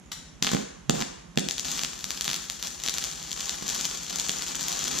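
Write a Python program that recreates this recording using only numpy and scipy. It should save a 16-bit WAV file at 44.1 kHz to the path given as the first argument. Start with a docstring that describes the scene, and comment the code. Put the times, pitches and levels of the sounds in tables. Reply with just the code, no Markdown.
"""Faint steady noise and a soft low throb come first, then a trigger click and a contactor's rattle and clack.
A wire-feed welder strikes on a steel tank in a garage, an arm's length from a small camera: a few dull pops,
then the arc holds and fries. Snaps are sharp steps with a spit of noise; the sizzle is built from uneven
short circuits, sparks and hiss. The tank rings as fading tones, and decaying noise makes the garage's echoes."""
import sys
import numpy as np
from scipy import signal
from scipy.fft import rfft, irfft
from scipy.io import wavfile
from scipy.ndimage import uniform_filter1d

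SR = 44100
rng = np.random.default_rng(int(sys.argv[2]) if len(sys.argv) > 2 else 0)


def bounce(signal):
    """Save signal as a 16-bit WAV file at the path given by the first command-line argument."""
    frames = np.transpose(np.atleast_2d(signal))
    limited = np.clip(frames, -1, 1)
    pcm = np.round(limited * 32767).astype(np.int16)
    wavfile.write(sys.argv[1], SR, pcm)


N = 220516
T = np.arange(N) / SR  # time in seconds


def undb(db):
    """Turn decibels into gain."""
    return 10 ** (np.asarray(db) / 20)


def unit(x):
    """Scale a signal to an rms of 1."""
    return x / np.sqrt(np.mean(x ** 2))


def over_time(points, s=T):
    """Read (time, value) points as a line at the times s."""
    return np.interp(s, *np.transpose(points))


def on_log(hz, points):
    """Read (Hz, value) points on a log-frequency axis, since we hear pitch in ratios."""
    f, value = np.transpose(points)
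    return np.interp(np.log(np.maximum(hz, 1)), np.log(f), value)


def shape(x, points):
    """Colour a signal by (Hz, dB) points without shifting it in time."""
    hz = np.fft.rfftfreq(x.shape[-1], 1 / SR)
    return irfft(rfft(x) * undb(on_log(hz, points)), x.shape[-1])


def click(points, size=1024):
    """Make the shortest response, with nothing before its start, that has a colour of (Hz, dB) points."""
    hz = np.fft.rfftfreq(size, 1 / SR)
    cepstrum = irfft(np.log(undb(on_log(hz, points))))
    # folding the cepstrum onto its first half packs the energy at the start
    cepstrum[1:size // 2] *= 2
    cepstrum[size // 2 + 1:] = 0
    return irfft(np.exp(rfft(cepstrum)))


def add(out, s, sound):
    """Mix a sound in at a time in seconds."""
    i = int(np.clip(s * SR, 0, N - 1))
    out[i:i + len(sound)] += sound[:N - i]


def ring(x, response):
    """Pass a signal through a response by convolution."""
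    return signal.fftconvolve(x, response)[:N]


def air(apart=1.17, level_db=-51, left_db=-2, right_db=1.5):
    """Faint steady noise of the garage: each port hears a shared noise plus one of its own."""
    # colour of the background before its lowest bass is cut: pitch_hz, level_db (per Hz, relative)
    air_colour = [(15, -32), (25, -6), (60, -1), (104, -10.5), (164, 2), (231, -5.5), (485, -17.5),
                  (3180, -25), (4730, -31), (6850, -24.5), (8470, -38), (11300, -36.5), (14000, -68)]
    mid, left, right = shape(rng.standard_normal((3, N)), air_colour)
    both = mid + apart * np.array([left, right])
    bass_cut = signal.butter(2, 110, "high", fs=SR, output="sos")
    both = signal.sosfilt(bass_cut, both)
    return undb(level_db) * unit(both) * undb([[left_db], [right_db]])


def throb(high_hz=133, low_hz=33, glide_s=0.029, swell_s=0.022, crest_s=0.041, db=-50):
    """A soft throb in the deep bass: evenly spaced beats swell and fade while sliding down in pitch."""
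    first_s, period_s = .035, .0936
    out, t = np.zeros(N), T[:SR // 8]
    pitch_hz = low_hz + (high_hz - low_hz) * np.exp(-t / glide_s)
    phase = 2 * np.pi * np.cumsum(pitch_hz) / SR
    beat = np.sin(phase) * np.exp(-.5 * ((t - crest_s) / swell_s) ** 2)
    for s in np.arange(first_s, N / SR, period_s):
        # beats differ a little in loudness
        add(out, s, undb(db + rng.standard_normal()) * beat)
    return out


def trigger(at_s=.0605, hz=6900, decay_s=0.0024, db=-50):
    """The gun's trigger clicks before the arc: one high tone that dies away at once."""
    out, t = np.zeros(N), T[:1024]
    add(out, at_s, undb(db) * np.exp(-t / decay_s) * np.sin(2 * np.pi * hz * t))
    return out


def contactor(at_s=.1172, seat_s=0.0023, rattle_s=0.0097, rattle_db=-28, seat_db=-25):
    """The welder's contactor pulls in: a short rattle of fading noise, with a sharp clack as it seats."""
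    # colour of the clack: pitch_hz, gain_db
    clack_colour = [(300, -6), (750, 6), (1600, 6), (2500, 1), (3900, 5), (6500, -1), (14000, 2)]
    out, t = np.zeros(N), T[:2048]
    rattle = undb(rattle_db) * np.exp(-t / rattle_s)
    clack = undb(seat_db) * (t > seat_s) * np.exp(-abs(t - seat_s) / 0.0018)
    add(out, at_s, (rattle + clack) * rng.standard_normal(len(t)))
    return ring(out, click(clack_colour))


def garage(first_s=.0078, early_db=3, early_s=0.0042, wet_db=-1):
    """Left and right echoes: strong nearby surfaces, then a dense tail of noise that fades at its own rate by pitch."""
    # colour of the garage's answer: pitch_hz, gain_db
    garage_colour = [(120, -11), (200, 0.5), (350, 0), (700, -7), (1500, -2), (3300, -5.5), (6500, -1.5),
                     (9000, 1.5), (14000, -6)]
    # reverberation time, for a fall of 60 dB: pitch_hz, fade_s
    garage_fade = [(150, 0.27), (400, 0.46), (1000, 0.85), (4000, 0.6), (7000, 0.63), (14000, 0.21)]
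    # how differently the two ports hear the echoes: pitch_hz, side_over_middle (0-1)
    echo_width = [(700, 0.19), (950, 0.4), (2900, 0.85), (3300, 0.27), (4300, 0.44), (5000, 0.99),
                  (6500, 1)]
    t = T[:SR]
    hz = np.fft.rfftfreq(len(t), 1 / SR)
    mid, side = rfft(rng.standard_normal((2, len(t))))
    # the bass is nearly alike at both ports, the treble is not
    apart = np.clip(on_log(hz, echo_width), 0, 1)
    noise = (mid + np.array([[1], [-1]]) * apart * side) / np.sqrt(1 + apart ** 2)
    # each half-octave band fades at its own rate
    band = np.round(2 * np.log2(np.maximum(hz, 100))) / 2
    tail = 0
    for b in np.unique(band):
        fade = np.exp(-np.log(1000) * t / on_log(2 ** b, garage_fade))
        tail = tail + irfft(noise * (band == b), len(t)) * fade
    early = 1 + undb(early_db) * np.exp(-t / early_s)
    spectrum = rfft(tail * early)
    # even out the noise's narrow peaks, so that garage_colour alone sets the echoes' colour
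    nearby_level = np.sqrt(uniform_filter1d(abs(spectrum) ** 2, size=31))
    tail = irfft(spectrum / nearby_level, len(t))
    tail = shape(tail, garage_colour)[:, :-SR // 5]
    return undb(wet_db) * np.pad(tail, ((0, 0), (int(first_s * SR), 0)))


def echoes(source, count=6):
    """The camera drifts about, so the sound fades from one pattern of echoes to the next."""
    place = T / T[-1] * (count - 1)
    total = 0
    for k in range(count):
        share = np.sqrt(np.maximum(1 - abs(place - k), 0))
        total = total + np.array([ring(source * share, side) for side in garage()])
    return total


def arc_level(attack_s=.012, release_s=.007):
    """Gain of the frying: once held, the arc grows; the power of each surge rises, holds and dies away on top."""
    # the held arc fries harder as the steel heats up: time_s, level_db (before tank, nozzle and ports)
    settling = [(1.39, -55), (1.6, -46.5), (2.5, -45.5), (3.2, -42), (4.05, -41), (4.55, -36), (5.0, -33)]
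    # flare-ups, on false starts and when wire feeds in smoothly: start_s, length_s, level_db (likewise)
    surges = [(0.42, 0.2, -46.5), (0.932, 0.097, -39), (1, 0.012, -33.5), (1.634, 0.19, -36),
              (2.07, 0.12, -44), (2.242, 0.029, -36.5), (2.625, 0.045, -37), (2.832, 0.033, -36),
              (2.933, 0.16, -40.5), (3.315, 0.23, -39.5), (3.65, 0.21, -36.5), (3.9, 0.058, -39),
              (4.09, .19, -38.5), (4.345, 0.049, -48)]
    power = (T > settling[0][0]) * undb(over_time(settling)) ** 2
    for s, length_s, db in surges:
        rise = np.clip((T - s) / attack_s, 0, 1)
        fall = np.exp(-np.maximum(T - s - length_s, 0) / release_s)
        power = power + (undb(db) * rise * fall) ** 2
    return np.sqrt(power)


def sizzle(short_hz=160, uneven=.6, sparks_per_s=1800, spark_db=4, flare_s=0.006, spark_share=1.66):
    """Small short circuits follow each other unevenly; after each the arc flares, hisses and throws tiny sparks."""
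    # low bubbling of the molten pool, mixed into the frying: time_s, level_db
    pool_level = [(.5, 2), (1.0, 0.5), (1.7, -9.5), (2.3, -17), (2.8, -36), (3.6, -11), (4.3, -16.5),
                  (5.0, -7.5)]
    short_db, sizzle_db, hiss_db = 3.5, -1, -7.5
    draws = rng.standard_normal((2000, 2))
    # the middle one of the gaps lasts 1 / short_hz
    gaps = np.exp(uneven * draws[:, 0])
    at = (np.cumsum(gaps) * SR / short_hz).astype(int)
    shorts = np.zeros(N)
    shorts[at[at < N]] = undb(short_db * np.minimum(draws[at < N, 1], 1.6))
    # flare_s is the fade before the square root, which makes it last twice as long
    heat = signal.lfilter([1], [1, -np.exp(-1 / (flare_s * SR))], shorts)
    flare = unit(np.sqrt(heat))
    spark_on = rng.random(N) < sparks_per_s / SR
    spark_size = undb(spark_db * np.minimum(rng.exponential(size=N), 3))
    sparks = spark_on * spark_size * rng.choice([-1, 1], N)
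    fry = undb(sizzle_db) * unit(unit(shorts) + spark_share * unit(flare * sparks))
    fry = fry + undb(hiss_db) * flare * rng.standard_normal(N)
    # hold the frying's power even over about 1500 samples, so that its level follows arc_level
    nearby_power = uniform_filter1d(fry ** 2, size=1500) + 1e-6
    fry = fry * np.sqrt(np.mean(fry ** 2) / nearby_power)
    # on cold steel the arc sounds dull; it brightens once the pool is molten
    molten = np.interp(T, [1.1, 1.6], [0, 1])
    cold = shape(fry, [(150, 12), (700, 13), (2000, 1), (4000, -4.5), (7000, -1), (13000, 1.5)])
    hot = shape(fry, [(150, -8), (400, 4.5), (1000, 4), (2200, -1), (3300, -1.0), (7000, 1.5), (13000, -0.5)])
    bubbling = shape(rng.standard_normal(N), [(60, 11), (150, -0.5), (260, 4), (700, -10), (3000, -66)])
    bubbling = unit(bubbling) * undb(over_time(pool_level))
    return (1 - molten) * cold + molten * hot + bubbling


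def pops(push_s=0.00037, lag_s=0.0012):
    """A stubbed wire explodes: a dense burst of spatter noise and a round push of hot air."""
    # the wire end blows off, but the faint row at 1.358 s is the trigger ticking again: start_s, push_db (hot
    # air), spatter_db (before colour), spatter_fade_s
    blow_offs = [(0.4236, -16.5, -26, 0.0081), (0.5155, -19.5, -23.5, 0.0045), (.5240, -39, -28, 0.0014),
                 (0.533, -11, -25, 0.0047), (0.5478, -9.5, -23, 0.002), (0.896, -7, -12, 0.00094),
                 (.9390, -17.5, -31, 0.00092), (0.956, -37, -30, 0.00075), (1.358, -54, -37, 0.00075),
                 (1.3744, -9, -11, 0.00053), (2.2790, -34, -50, .001), (3.6234, -26, -39, 0.0099),
                 (4.293, -30, -33, 0.00084), (4.951, -26.5, -31, 0.003)]
    out, t = np.zeros(N), T[:512]
    colour = click([(400, -2.5), (1250, 9), (3000, -3), (8000, -0.5)], size=128)
    for s, push_db, spatter_db, fade_s in blow_offs:
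        push = undb(push_db) * np.exp(-.5 * ((t - lag_s) / push_s) ** 2)
        spatter = undb(spatter_db) * np.exp(-(t / fade_s) ** 2) * rng.standard_normal(len(t))
        add(out, s, push + np.convolve(spatter, colour)[:len(t)])
    return out


def snaps(rows, spit_db=-23, spit_s=0.00095, dull_share=0.68, body_db=2, body_hz=3500):
    """Each molten bridge bursts in one sharp step with a spit of metal; a duller snap has more middle."""
    snap_db = 5.5  # lift for every snap
    out, t = np.zeros(N), T[:256]
    for s, db, bright_db in rows:
        spit = undb(spit_db) * np.exp(-t / spit_s) * rng.standard_normal(len(t))
        crack = signal.unit_impulse(len(t)) + spit
        middle_db = -dull_share * bright_db
        points = [(1500, middle_db), (body_hz, body_db + middle_db / 2), (7000, middle_db + bright_db)]
        colour = click(points, size=128)
        add(out, s, undb(db + snap_db) * np.convolve(crack, colour))
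    return out


def drops(arc_gain, drops_per_s=16, over_arc_db=21.5, spread_db=2):
    """Drops give more snaps, placed at random, whose level follows the arc's: makes rows for snaps()."""
    # they brighten as the weld warms: time_s, treble_over_middle_db (before a random part)
    drop_colour = [(1.5, -1), (5.0, 16)]
    chance = rng.random((200, 3))
    # one drop falls somewhere in each equal slot of time
    s = (np.arange(len(chance)) + chance[:, 0]) / drops_per_s
    arc_db = 20 * np.log10(np.interp(s, T, arc_gain) + 1e-9)
    db = arc_db + over_arc_db + spread_db * (2 * chance[:, 1] - 1)
    bright_db = over_time(drop_colour, s) + 6 * (2 * chance[:, 2] - 1)
    return np.c_[s, db, bright_db][s < T[-1]]


def nozzle(arc):
    """The gas nozzle shades the top of the arc's sound more or less."""
    # how openly it lets the highest hiss out as the gun is tilted: time_s, treble_gain_db
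    openness = [(.4, -1), (1.0, -3), (1.7, 0), (2.2, 3), (2.8, 1), (3.3, -1), (4.2, 0), (4.9, -1)]
    top = shape(arc, [(7000, -40), (8500, -8), (10500, 0)])
    return arc + (undb(over_time(openness)) - 1) * top


def tank(arc):
    """The steel shell rings under the arc: each of its own pitches sounds and fades."""
    # ring of the tank: pitch_hz, gain_db (at that pitch), fade_s (for a fall of 60 dB)
    tank_modes = [(158.3, -2, 0.048), (191, -6.5, 0.19), (261, -8, 0.16), (360, 1, 0.64), (719.5, 2.5, 0.1),
                  (790, -2, 0.098), (1092, -6, 0.15), (1330, -17, 0.1), (1760, -8, 0.035), (2376, -2, 0.11),
                  (3360, -14, 0.17), (4400, -7, 0.011), (6800, -3, .06)]
    t = T[:SR]
    modes = 0
    for hz, db, fade_s in tank_modes:
        fade = np.exp(-np.log(1000) * t / fade_s)
        modes = modes + undb(db) * 2 * fade / fade.sum() * np.cos(2 * np.pi * hz * t)
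    return ring(arc, modes)


def ports(sound, turn_hz=660, turn_q=0.66):
    """The camera's two microphone ports colour each side and shed bass; the right lags in low middle and treble."""
    # how each port colours a spark, before the bass is shed: pitch_hz, left_db, right_db
    port_colour = [(103, -3.5, 0), (204, -3.5, 5), (335, -5, -2.5), (575, 3, 4), (880, -3, 3),
                   (1460, -3.5, 1.5), (1920, 2.5, -2), (2250, 0, 0.5), (3360, 6.5, 8.5), (4340, 5.5, 3),
                   (5280, 7, 0.5), (6200, 10, 1), (7430, 7.5, -3), (8380, -5.5, -3.5),
                   (11600, -12.5, -12.5), (12600, -6.5, -7), (14000, -10, -13), (16100, -20, -28)]
    # the left port leads in the treble: pitch_hz, lead_radians
    port_lead = [(800, 0), (1400, 0.74), (2400, 1), (6000, 0), (7000, 1.8), (8000, 2), (10500, 5),
                 (11300, 7)]
    hz, left_db, right_db = np.transpose(port_colour)
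    shared = click(np.c_[hz, (left_db + right_db) / 2])
    lean_db = (left_db - right_db) / 2
    left = shape(ring(sound[0], shared), np.c_[hz, lean_db])
    right = shape(ring(sound[1], shared), np.c_[hz, -lean_db])
    # taking away twice the peak turns the wave around turn_hz but keeps its level
    b, a = signal.iirpeak(turn_hz, turn_q, fs=SR)
    right = right - 2 * signal.lfilter(b, a, right)
    lag = on_log(np.fft.rfftfreq(N, 1 / SR), port_lead)
    right = irfft(rfft(right) * np.exp(-1j * lag), N)
    return shape(np.array([left, right]), [(40, -13), (105, -15.0), (140, 0)])


def scene(far_db=-5):
    """Arc and tank close by, the welder's case further off; the garage answers both, over the background."""
    # snaps of the wire shorting and burning free: start_s, level_db (before lift), treble_over_middle_db
    wire_snaps = [(0.4259, 0, 2), (0.447, -7, -8), (0.4685, -7, -4), (0.4732, -13.5, -20),
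                  (0.4912, -12.5, -13), (0.5677, -18, -25), (0.8971, -7.5, -14.5), (1.0129, -14, -4),
                  (1.0229, -11, -11.5), (1.3756, -4.5, -7), (1.3864, -12, -6), (1.3948, -9.5, 9),
                  (1.4873, -6, 0.5), (1.5101, -7.5, 4.5), (1.5817, -12, 0), (1.5962, -9, 6.5),
                  (1.6477, -17, 4), (1.716, -11, 13), (1.7932, -11.5, -4), (1.8352, -7, 1),
                  (1.8481, -10.5, -5), (2.0427, -10, 1), (2.1063, -8.5, 1), (2.2102, -5, 6),
                  (2.2444, -11.5, 8), (2.2794, -8, -7.5), (2.2927, -12, -6.5), (2.3009, -12, -4),
                  (2.3141, -10, -2), (2.332, -10.5, -2), (2.3432, -8.5, 1), (2.3626, -13, 9),
                  (2.4995, -10.5, 1.5), (2.627, -10.5, 3.5), (2.6719, -13.5, 7), (2.8373, -14.5, 12),
                  (2.8625, -10, 4), (2.8771, -11.5, -3), (2.8855, -6.5, -1), (2.8955, -7, 4),
                  (2.9406, -10.5, 8), (2.9837, -6.5, 6), (3.0404, -9.5, 6), (3.047, -15, 5),
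                  (3.3165, -14, -2), (3.3296, -12.5, 11), (3.4092, -13, 3), (3.4948, -8, 2),
                  (3.692, -11, 10), (3.7, -9.5, 6), (3.7526, -12, 0), (3.811, -10, 6), (3.8469, -12, 6),
                  (3.8531, -7.5, 4), (4.106, -17, -1), (4.1592, -11.5, 13), (4.1983, -9, 9),
                  (4.2944, -4.5, -0.5), (4.4223, -11, 7), (4.6833, -8, 14), (4.7187, -13, 5),
                  (4.8323, -22, -3)]
    arc_gain = arc_level()
    drop_snaps = snaps(drops(arc_gain), spit_db=-22.5, spit_s=.0014)
    arc = nozzle(snaps(wire_snaps) + drop_snaps + pops() + arc_gain * sizzle())
    near = arc + tank(arc) + trigger()
    far = contactor()
    heard = near + undb(far_db) * far + echoes(near + far)
    return ports(heard) + throb() + air()


def record(dry):
    """The camera rounds the highest peaks and cuts the top of the treble."""
    ceiling, top_hz = .8, 15500
    rounded = ceiling * np.tanh(dry / ceiling)
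    return signal.sosfilt(signal.ellip(8, .2, 70, top_hz, fs=SR, output="sos"), rounded)


dry = scene()
out = record(dry)
bounce(out)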